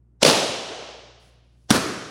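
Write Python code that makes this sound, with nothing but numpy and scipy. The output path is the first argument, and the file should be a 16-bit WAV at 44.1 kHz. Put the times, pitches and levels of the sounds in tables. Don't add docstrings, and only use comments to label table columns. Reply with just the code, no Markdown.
import sys
import numpy as np
from scipy import signal
from scipy.fft import rfft, irfft, next_fast_len
from scipy.io import wavfile
from scipy.ndimage import uniform_filter1d, minimum_filter1d, map_coordinates

SR = 44100
rng = np.random.default_rng(int(sys.argv[2]) if len(sys.argv) > 2 else 0)


def dump(signal):
    limited = np.clip(np.atleast_2d(signal).T, -1, 1)
    pcm = np.round(limited * 32767).astype(np.int16)
    wavfile.write(sys.argv[1], SR, pcm)


N = 92610

# start_s, rip_length_s, rip_db, split_db,
# thump_hz, thump_db, floor_db, scatter_db, hall_db
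BALLOONS = [(0.2285, 0.006, -2, -17.5, 407, -13, -19.5, -11, -7),
            (1.7042, 0.0081, -5, -28, 231, 0.5, -14, -14, -13)]
RIP_RISE_S, RIP_FADE_S = 0.00099, 0.015
NEAR_ECHO_FADE_S = 0.023


def amp(db):
    return 10 ** (np.asarray(db) / 20)


def along(points, hz):
    pitches, values = np.transpose(points)
    return np.interp(np.log(hz + 1), np.log(pitches + 1), values)


def since(start_s):
    return np.arange(N) / SR - start_s


def filtered(sound, gain_at):
    size = next_fast_len(N + 8192)
    hz = np.fft.rfftfreq(size, 1 / SR)
    return irfft(rfft(sound, size) * gain_at(hz), size)[:N]


def noise(colour, strength=1):
    hiss = strength * rng.standard_normal(N)
    shaped = filtered(hiss, lambda hz: amp(along(colour, hz)))
    return shaped / shaped.std()


def wobble(turns_per_s):
    return map_coordinates(rng.standard_normal(N // 8), [np.arange(N) * turns_per_s / SR], mode="wrap")


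def lumpy_noise(colour, lumps_per_s, depth_db):
    return noise(colour, strength=amp(depth_db * wobble(lumps_per_s)))


def fade(t, fade_s):
    return np.exp(-np.log(1000) * np.maximum(t, 0) / fade_s)


def swell(start_s, rise_s, length_s, fade_s):
    t = since(start_s)
    return np.clip(t / rise_s, 0, 1) * fade(t - length_s, fade_s)


def hum_and_air():
    # pitch_hz, level_db
    hum_tones = [(59.2, -57.5), (118.4, -62), (236.9, -79), (355.3, -81)]
    # pitch_hz, level_db
    air_colour = [(20, -13), (60, -2), (140, 1), (300, -5.5), (600, -20.5), (1200, -27.5), (4000, -46.5),
                  (10000, -44), (12500, -58), (16000, -65.5)]
    hum = sum(amp(db) * np.sqrt(2) * np.sin(2 * np.pi * (hz * since(0) + rng.random()))
              for hz, db in hum_tones)
    return hum + amp(-66) * noise(air_colour)


def burst(start_s, length_s, rip_db, split_db, thump_hz, thump_db, rip_colour):
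    # pitch_hz, level_db
    split_colour = [(30, -31), (200, -3), (600, 5), (2500, -5.5), (5500, 0), (8200, -9), (9500, -18.5),
                    (16000, -36)]
    t = since(start_s)
    growth = fade(-since(start_s - 0.005), fade_s=0.024)
    split = growth * (t < 0) * noise(split_colour)
    jerks = lumpy_noise(rip_colour, lumps_per_s=500, depth_db=2)
    rip = swell(start_s, RIP_RISE_S, length_s, RIP_FADE_S) * jerks
    air_swing = np.sin(2 * np.pi * thump_hz * t)
    thump = swell(start_s, rise_s=0.0057, length_s=0.0057, fade_s=0.038) * air_swing
    return amp(split_db) * split + amp(rip_db) * rip + amp(thump_db) * thump


def floor_bounce(start_s, colour, delay_s=0.0051):
    return swell(start_s + delay_s, RIP_RISE_S, length_s=0.015, fade_s=NEAR_ECHO_FADE_S) * noise(colour)


def scatter(start_s, colour, delay_s=0.0097):
    loudness = swell(start_s + delay_s, rise_s=0.022, length_s=0.0543, fade_s=NEAR_ECHO_FADE_S)
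    return loudness * lumpy_noise(colour, lumps_per_s=1500, depth_db=1)


def wall_slaps():
    # balloon_index, delay_s, level_db (next to the rip), length_s
    wall_echoes = [(0, .0205, -0.5, .003), (0, .033, -5, 0.0049), (0, 0.069, -5, .003),
                   (0, 0.081, -4, 0.0013), (1, .02, -8.5, .004), (1, 0.073, -6, .001)]
    # pitch_hz, level_db
    slap_colour = [(30, -21), (150, -8.5), (500, 12.5), (1300, -1), (3300, -4.5), (4500, 5), (6000, -4),
                   (7800, -13.5), (10300, -17.5), (12300, -29), (16000, -30)]
    loudness = np.zeros(N)
    for balloon, delay_s, level_db, length_s in wall_echoes:
        start_s, _, rip_db = BALLOONS[round(balloon)][:3]
        loudness += amp(rip_db + level_db) * swell(start_s + delay_s, RIP_RISE_S, length_s, RIP_FADE_S)
    return loudness * noise(slap_colour)


def hall_ring(start_s, colour, delay_s=0.021, rise_s=0.033):
    # pitch_hz, fade_s
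    ring_times = [(60, 1.3), (200, 0.87), (420, 1.177), (640, 1.288), (900, 1.168), (1500, 1.293),
                  (3500, 1.24), (6000, 1.165), (10000, 0.76), (15000, .5)]
    hz, t, bands = signal.stft(noise(colour), SR, nperseg=512)
    fading_bands = bands * fade(t - start_s, along(ring_times, hz)[:, None])
    ring = signal.istft(fading_bands, SR, nperseg=512)[1][:N]
    return ring * np.clip(since(start_s + delay_s) / rise_s, 0, 1)


def far_echoes(start_s, width_octaves=0.8):
    # delay_s, rise_s, fade_s, level_db (next to the ring), pitch_hz
    surfaces = [(.048, 0.0034, 0.044, -3, 270), (.42, 0.013, 1, -28, 537)]
    echoes = np.zeros(N)
    for delay_s, rise_s, fade_s, level_db, pitch_hz in surfaces:
        hiss = rng.standard_normal(N)
        rumble = filtered(hiss, lambda hz: np.exp(-.5 * (np.log2((hz + 1) / pitch_hz) / width_octaves) ** 2))
        loudness = amp(level_db) * swell(start_s + delay_s, rise_s, 2 * rise_s, fade_s)
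        echoes += loudness * rumble / rumble.std()
    return echoes


def flick_and_rustle():
    # start_s, rise_s, length_s, level_db
    small_sounds = [(1.196, .005, 0.0065, -66), (1.21, 0.036, 0.044, -66.5), (1.42, 0.28, 0.35, -71.5)]
    # pitch_hz, level_db
    crisp_colour = [(300, 13), (2000, -20), (4500, 2), (8000, -3), (10500, 1), (12000, -15), (16000, -13)]
    loudness = sum(amp(level_db) * swell(start_s, rise_s, length_s, fade_s=0.49)
                   for start_s, rise_s, length_s, level_db in small_sounds)
    flicker_db = 2 * wobble(turns_per_s=160)
    return loudness * amp(flicker_db) * noise(crisp_colour)


def scene():
    # pitch_hz, level_db
    rip_colours = [
        [(30, -28.5), (150, 1.5), (300, 12), (560, 10), (950, 2), (1300, -10), (1800, -5), (3700, 1),
         (6000, -3.5), (7800, -11.5), (10300, -8), (12300, -27), (16000, -28)],
        [(30, -44), (150, 9.5), (300, -0.5), (520, 1), (950, 0.5), (1300, 4.5), (2300, -8), (3500, 0.5),
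         (4500, -7.5), (5700, -1), (7600, -13.5), (10300, -4), (12300, -25), (16000, -21.5)],
    ]
    # pitch_hz, level_db
    boom_colours = [
        [(30, -31), (70, -22), (130, -5), (280, -1.5), (550, 0), (900, -5.5), (1400, -11.5), (2000, -13),
         (2900, -7.5), (5500, -11.5), (7800, -16.5), (10300, -17), (12200, -29), (16000, -28.5)],
        [(30, -33), (70, -5), (130, 5), (280, 9), (550, 0), (850, -5.5), (1300, -0.5), (2000, -7), (2900, -10),
         (5500, -10), (7800, -15.5), (10300, -14.5), (12200, -24), (16000, -29)],
    ]
    mix = hum_and_air() + flick_and_rustle() + wall_slaps()
    for balloon, rip_colour, boom_colour in zip(BALLOONS, rip_colours, boom_colours):
        start_s, length_s, rip_db, split_db, thump_hz, thump_db, floor_db, scatter_db, hall_db = balloon
        mix += burst(start_s, length_s, rip_db, split_db, thump_hz, thump_db, rip_colour)
        mix += amp(floor_db) * floor_bounce(start_s, boom_colour)
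        mix += amp(scatter_db) * scatter(start_s, boom_colour)
        mix += amp(hall_db) * (hall_ring(start_s, boom_colour) + far_echoes(start_s))
    return mix[None]


def automatic_volume(sound, limit_db=-17, cut_share=0.45, hold_s=0.38, recover_db_per_s=22):
    power = uniform_filter1d(sound ** 2, size=882)
    level_db = 10 * np.log10(np.abs(power) + 1e-12)
    cut_db = cut_share * np.minimum(limit_db - level_db, 0)
    half_hold = int(hold_s * SR / 2)
    held_db = minimum_filter1d(cut_db, 2 * half_hold + 1, origin=half_hold, mode="nearest")
    climb_db = recover_db_per_s * since(0)
    volume_db = np.minimum.accumulate(held_db - climb_db) + climb_db
    return sound * amp(volume_db)


def record(dry, peak_limit=0.92, lowest_hz=48, highest_hz=16000):
    def pitch_range(hz):
        bass_cut = 1 / np.sqrt(1 + (lowest_hz / (hz + 1)) ** 8)
        treble_cut = np.clip((highest_hz - hz) / 300 + .5, 0, 1)
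        return bass_cut * treble_cut

    turned_down = automatic_volume(dry[0])
    rounded = turned_down / (1 + (turned_down / peak_limit) ** 6) ** (1 / 6)
    return filtered(rounded, pitch_range)[None]


dry = scene()
out = record(dry)
dump(out)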